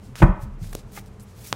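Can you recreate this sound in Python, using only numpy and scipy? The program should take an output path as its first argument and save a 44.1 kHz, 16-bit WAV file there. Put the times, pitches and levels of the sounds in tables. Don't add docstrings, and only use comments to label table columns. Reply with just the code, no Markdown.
import sys
import numpy as np
from scipy import signal
from scipy.fft import rfft, irfft
from scipy.io import wavfile
from scipy.ndimage import uniform_filter1d

SR = 44100
rng = np.random.default_rng(int(sys.argv[2]) if len(sys.argv) > 2 else 0)


def master_out(mix):
    frames = np.transpose(np.atleast_2d(mix))
    ceiling = np.clip(frames, -1, 1)
    pcm = np.round(ceiling * 32767).astype(np.int16)
    wavfile.write(sys.argv[1], SR, pcm)


def attenuation_scalar(level_db):
    decades = np.asarray(level_db, float) / 20
    return 10 ** decades


N = 68355
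TIME = np.arange(N) / SR


def level(x, db):
    return x * attenuation_scalar(db) / np.sqrt(np.mean(x ** 2))


def noise():
    return rng.standard_normal(N)


def ring(x, hz, t60):
    decay = np.log(1000) / (max(t60, 1e-4) * SR)
    pole = np.exp(2j * np.pi * hz / SR - decay)
    return signal.lfilter([1], [1, -pole], x).imag


def ring_all(force, modes):
    return sum(attenuation_scalar(db) * ring(force, hz, t60) for hz, db, t60 in modes)


def band(x, hz, width):
    b, a = signal.iirpeak(min(hz, SR / 2.5), hz / width, fs=SR)
    return signal.lfilter(b, a, x)


def walk(rate):
    hold = int(SR / rate)
    steps = np.repeat(rng.standard_normal(N // hold + 1), hold)
    return 1.45 * uniform_filter1d(uniform_filter1d(steps, hold), hold)[:N]


def push(start, ms):
    u = (TIME - start) / (ms / 1000)
    force = np.where((u > 0) & (u < 1), np.sin(np.pi * u) ** 2, 0)
    return force / (force.sum() + 1e-9)


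def curve(rows):
    return attenuation_scalar(np.interp(TIME, *np.array(rows).T))


# start in seconds, level in dB, contact in ms.
DECK_PUSHES = [
    (0.205, -26, 3.5),
    (0.213, -19, 3.5),
    (0.225, -7, 2.05),
    (0.2315, -1.5, 1.97),
    (.288, -21, 2.6),
    (1.529, -36.5, 2.9),
]
# pitch in Hz, level in dB, t60 in seconds.
TOP_MODES = [(114, -11, 0.068), (133.9, 2, 0.08), (175.1, -6.5, 0.18), (187.7, -15, 0.33),
             (202, -13.5, 0.37)]


def table_top():
    force = sum(attenuation_scalar(db) * push(start, ms) for start, db, ms in DECK_PUSHES)
    return ring_all(force, TOP_MODES)


# start in seconds, level in dB, contact in ms,
# direction and share (down negative, rebound positive).
HAND_HEAVES = [
    (0.221, -9.5, 13, 0.75),
    (0.229, 0.5, 5.05, -0.89),
    (0.284, -9.5, 9.2, -0.92),
]
# pitch in Hz, level in dB, t60 in seconds.
FRAME_MODES = [(40, -3, 0.21), (49, -10.5, 0.15), (58.2, -3, 0.093), (84.6, -11.5, 0.09)]


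def frame():
    weight = sum(way * attenuation_scalar(db) * push(start, ms) for start, db, ms, way in HAND_HEAVES)
    return ring_all(weight, FRAME_MODES)


# start in seconds, level in dB.
EDGE_HITS = [(.2196, -9), (.2212, -4.5), (.2228, -13.5), (.2245, -4.5), (.2262, -6), (.2276, -9.5),
             (.2290, -9.5), (.2305, -12.5), (.2325, -14.5), (.2352, -28.5), (.2395, -11), (.243, -18)]
# pitch in Hz, level in dB, t60 in seconds.
SURFACE_MODES = [(580, 9, 0.026), (633, 0.5, 0.053), (979.4, -19, 0.25), (850, 6, 0.012), (1150, 2, 0.025),
                 (1236, 3.5, 0.027), (1503, -5.5, 0.024), (1782, -5, 0.031), (2017, -4, 0.013),
                 (2457, -8, 0.019), (3560, -7, 0.002), (1025, -8.5, 0.074), (1346, -27, 0.56),
                 (2820, -8, 0.0038)]


def landing():
    edge_ms, landing_db = 0.27, -9
    force, sound = 0, 0
    for k, (start, db) in enumerate(EDGE_HITS):
        force = force + (-1) ** (k + 1) * attenuation_scalar(db) * push(start, edge_ms)
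    for k, (hz, db, t60) in enumerate(SURFACE_MODES):
        sound = sound + (-1) ** k * attenuation_scalar(db) * ring(force, hz, t60)
    return attenuation_scalar(landing_db) * sound


# start in seconds, level in dB.
HOLLOW_BLOWS = [
    (0.2178, -16),
    (0.2212, -13.5),
    (0.2311, -19),
    (0.2336, -12.5),
]


def knock():
    force = sum(attenuation_scalar(db) * push(start, 1.0) for start, db in HOLLOW_BLOWS)
    return ring(force, hz=347.8, t60=0.069)


# time in seconds, level in dB.
ROCKING_LEVEL = [(0, -58), (.2, -47), (.4, -30), (.55, -29), (.74, -30), (.79, -42.5), (.85, -32.5),
                 (.93, -50), (1, -41.5), (1.2, -46), (1.35, -66), (1.55, -72)]


def rocking():
    rock_hz, pitch_wander, flutter_db = 33, 0.0786, 2.1
    hz = rock_hz * (1 + pitch_wander * walk(2.7))
    sway = np.sin(2 * np.pi * np.cumsum(hz) / SR)
    return sway * attenuation_scalar(flutter_db * walk(8.7)) * curve(ROCKING_LEVEL)


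THUMP_STARTS = [.062, .08, .12, .325, .375, .41, .43, .44, .455, .475, .53, .614, .62, .65, .86, .92, 1.,
                1.04, 1.275, 1.505]
# level in dB, pitch in Hz, t60 in seconds.
THUMP_TONES = [(-39, 110, 0.18), (-40.5, 246, 0.18), (-37, 110, 0.21), (-24, 126, 0.1), (-31.5, 72, 0.17),
               (-35, 100, .1), (-21, 117, 0.12), (-30, 67, 0.21), (-34.5, 210, 0.29), (-24.5, 77, 0.096),
               (-36.5, 140, .2), (-26.5, 159, 0.17), (-23, 103.3, 0.15), (-37.5, 210, 0.16),
               (-32, 95, 0.085), (-38.5, 190, 0.19), (-41, 102, .12), (-37, 118, 0.082), (-41, 89, 0.23),
               (-34.5, 130, 0.092)]


def thumps():
    sound = 0
    for start, (db, hz, t60) in zip(THUMP_STARTS, THUMP_TONES):
        sound = sound + attenuation_scalar(db) * ring(push(start, 400 / hz), hz, t60)
    return sound


SLIDE_STARTS = [.154, .218, .375, .583, .74, .899, .949, 1.053, 1.195, 1.212, 1.339, 1.374, 1.437, 1.475,
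                .963, .68, .219, .157, .17]
# rise, hold and fade in seconds, level in dB.
SLIDE_SHAPES = [(0.0045, 0.033, 0.13, -42.5), (0.001, 0.019, 0.023, -44), (0.05, 0.011, 0.029, -52.5),
                (0.051, 0.064, 0.12, -53), (0.0059, 0.051, 0.065, -52.5), (0.035, 0.06, 0.038, -50.5),
                (0.016, 0.025, 0.042, -48), (0.0063, 0.019, 0.03, -60), (0.0045, 0.0063, 0.036, -54),
                (0.013, 0.013, 0.034, -58), (0.04, 0.14, 0.11, -52), (0.1, 0.011, 0.13, -44),
                (0.016, 0.01, 0.022, -53.5), (0.013, 0.0081, 0.026, -50.5), (0.0025, 0.025, 0.028, -47),
                (0.033, 0.038, 0.03, -56), (0.0016, 0.003, 0.038, -53), (0.0064, 0.016, 0.11, -45.5),
                (.015, 0.022, 0.036, -50)]
# centre in Hz, width in Hz.
SLIDE_BANDS = [(3700, 6100), (6900, 4300), (6570, 13000), (4470, 8200), (4600, 5000), (5900, 19000),
               (6500, 8100), (6200, 6900), (7600, 4200), (10900, 4900), (5800, 17000), (8000, 11500),
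               (2280, 150), (5500, 550), (2100, 450), (12700, 4300), (3200, 1700), (1500, 560), (2600, 420)]


def slides():
    grain_db, flutter_db = 2.5, 1.5
    sound = 0
    for start, (rise, hold, fade, db), (hz, width) in zip(SLIDE_STARTS, SLIDE_SHAPES, SLIDE_BANDS):
        grit = noise() * attenuation_scalar(grain_db * rng.exponential(size=N))
        swell = np.clip((TIME - start) / rise, 0, 1) ** 2
        fading = attenuation_scalar(-30 * np.clip(TIME - start - rise - hold, 0, None) / fade)
        sound = sound + swell * fading * level(band(grit, hz, width), db)
    return sound * attenuation_scalar(flutter_db * walk(120))


# start in seconds, crack level in dB, crack length in ms,
# flex level in dB, flex pitch in Hz.
CARD_TICKS = [(.1555, -38, 2.3, -17, 2280), (0.2032, -51, 1.3, -18.5, 597), (0.6435, -53, 1.8, -29, 1730),
              (0.7308, -38, 1.5, -22, 1830), (0.7291, -35, 1.8, -26, 1870), (0.733, -37, 2, -30, 850),
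              (0.7512, -23.5, 1.06, -12, 490), (0.7509, -32.5, 0.74, -27.5, 1400),
              (0.931, -51, 0.94, -49, 900), (.9660, -55, 1.8, -30, 2100), (.9718, -48, 0.89, -34, 1500),
              (0.9753, -44, 0.79, -48, 1500), (0.9776, -39, .8, -30, 1200), (0.9812, -46, 1.2, -48, 1220),
              (0.9870, -44, 1.3, -35, 700), (1.061, -47.5, 1.5, -45, 875), (1.198, -45, 1.3, -49, 880),
              (1.5303, -62, 0.41, -27.5, 438), (0.7504, -62, 1, -20, 3830), (1.538, -57, 1.3, -23, 680),
              (1.538, -60, 1, -30, 3000)]


def ticks():
    contact_cycles, flex_cycles = 0.52, 3.2
    cracks, flex = 0, 0
    grit = level(band(noise(), 5430, 6000), 0)
    for start, crack_db, ms, flex_db, hz in CARD_TICKS:
        fading = attenuation_scalar(-12 * np.clip(TIME - start, 0, None) / (ms / 1000))
        cracks = cracks + attenuation_scalar(crack_db) * (TIME >= start) * fading
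        force = push(start, contact_cycles * 1000 / hz)
        flex = flex - attenuation_scalar(flex_db) * ring(force, hz, flex_cycles / hz)
    return cracks * grit + flex


# the edge lets go, the card bends, the face lands. Kick times in seconds.
SNAP_KICKS = [1.52722, 1.52731, 1.52733, 1.52733, 1.52741, 1.52754, 1.5285]
# pitch in Hz, level in dB, t60 in seconds, direction and share.
SNAP_MODES = [(4000, -10, 0.00044, 0.63), (5300, 1.5, 0.00077, -1), (8250, -7, 0.00058, -1),
              (13000, -17, 0.00036, -0.54), (3260, -2.5, 0.0016, 0.9), (1090, 1, 0.0042, -1.05),
              (3000, -26.5, 0.011, 0.73)]


def snap():
    snap_db, kick_ms = -6, 0.06
    sound = 0
    for start, (hz, db, t60, way) in zip(SNAP_KICKS, SNAP_MODES):
        sound = sound + way * attenuation_scalar(db) * ring(push(start, kick_ms), hz, t60)
    return attenuation_scalar(snap_db) * sound


# start in seconds, level in dB.
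EDGE_TAPS = [
    (.9751, -28),
    (.9774, -28),
    (.985, -35),
]
# pitch in Hz, level in dB, t60 in seconds.
DECK_MODES = [(850, -10.5, 0.029), (1200, -4, 0.015), (1500, -0.5, 0.0066), (2040, -16, 0.044)]


def tap():
    force = sum(attenuation_scalar(db) * push(start, 0.33) for start, db in EDGE_TAPS)
    return -ring_all(force, DECK_MODES)


# time in seconds, level in dB.
RUSTLE_LEVEL = [(0, -66), (.05, -62), (.14, -67.5), (.3, -82), (.36, -72.5), (.48, -66), (.57, -74.5),
                (.62, -58.5), (.83, -72), (.9, -65), (1.03, -65), (1.1, -66.5), (1.185, -72), (1.21, -69),
                (1.33, -60), (1.55, -68)]


def rustle():
    brush = level(band(noise(), 5150, 5400), 0)
    return brush * curve(RUSTLE_LEVEL) * attenuation_scalar(1.9 * walk(39.3))


# band centre in Hz, t60 in seconds, level in dB.
ROOM_BANDS = [(310, 0.37, -19.5), (525, 0.29, -29.5), (1000, 0.57, -22), (1400, 0.56, -26),
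              (1970, 0.43, -24), (2900, 0.23, -21.5), (4200, 0.52, -20), (8800, 0.038, -5)]


def room(x):
    gap_s, tail_db = 0.007, -31
    t = np.arange(int(0.8 * SR)) / SR
    tail = 0
    for hz, t60, db in ROOM_BANDS:
        diffuse = band(rng.standard_normal(len(t)), hz, hz * 1.06)
        tail = tail + level(diffuse, db + tail_db) * attenuation_scalar(-60 * t / t60)
    build_up = np.clip(t / gap_s, 0, 1) ** 2
    return signal.fftconvolve(x, tail * build_up)[:N]


# frequency in Hz, density in dB per Hz.
HUM_SPECTRUM = [(15, -10), (25, -4.5), (84, 0.5), (206, -10.5), (285, -13.5), (1290, -24.5), (1890, -30.5),
                (7710, -36.5), (16000, -59)]
# centre in Hz, width in Hz, level in dB.
DRONE_PEAKS = [(119.8, 12.4, -49), (199.5, 27, -50), (430.3, 31, -61.5)]


def hum():
    hum_db, hiss_tilt_db = -45.5, -12.5
    f = np.maximum(np.arange(N // 2 + 1) * SR / N, 1)
    hz, db = np.array(HUM_SPECTRUM).T
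    spectrum_db = np.interp(np.log(f), np.log(hz), db)
    tilt_db = hiss_tilt_db * np.clip(np.log2(f / 2500), 0, 1)
    bed = irfft(rfft(noise()) * attenuation_scalar(spectrum_db + tilt_db), N)
    drone = 0
    for centre, width, peak_db in DRONE_PEAKS:
        narrow = band(band(noise(), centre, width), centre, width)
        drone = drone + level(narrow, peak_db)
    return level(bed, hum_db) + drone * attenuation_scalar(0.83 * walk(5.0))


def scene():
    table = table_top() + frame() + thumps() + rocking()
    slap, hollow = landing(), knock()
    cards = slides() + ticks() + snap() + tap() + rustle()
    echoes = room(slap + attenuation_scalar(-5.5) * hollow + attenuation_scalar(-8.5) * cards)
    mono = table + slap + hollow + cards + echoes + hum()
    return mono[None]


def low_pass(x):
    return signal.sosfilt(signal.butter(12, 16490, fs=SR, output="sos"), x)


def record(dry):
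    low_hz, ceiling, top_hz = 24, 0.96, 15800
    x = signal.sosfilt(signal.butter(2, low_hz, "high", fs=SR, output="sos"), dry)
    x = x / (1 + np.abs(x / ceiling) ** 5) ** (1 / 5)
    x = signal.sosfilt(signal.ellip(8, 0.2, 40, top_hz, fs=SR, output="sos"), x)
    return low_pass(x)


dry = scene()
out = record(dry)
master_out(out)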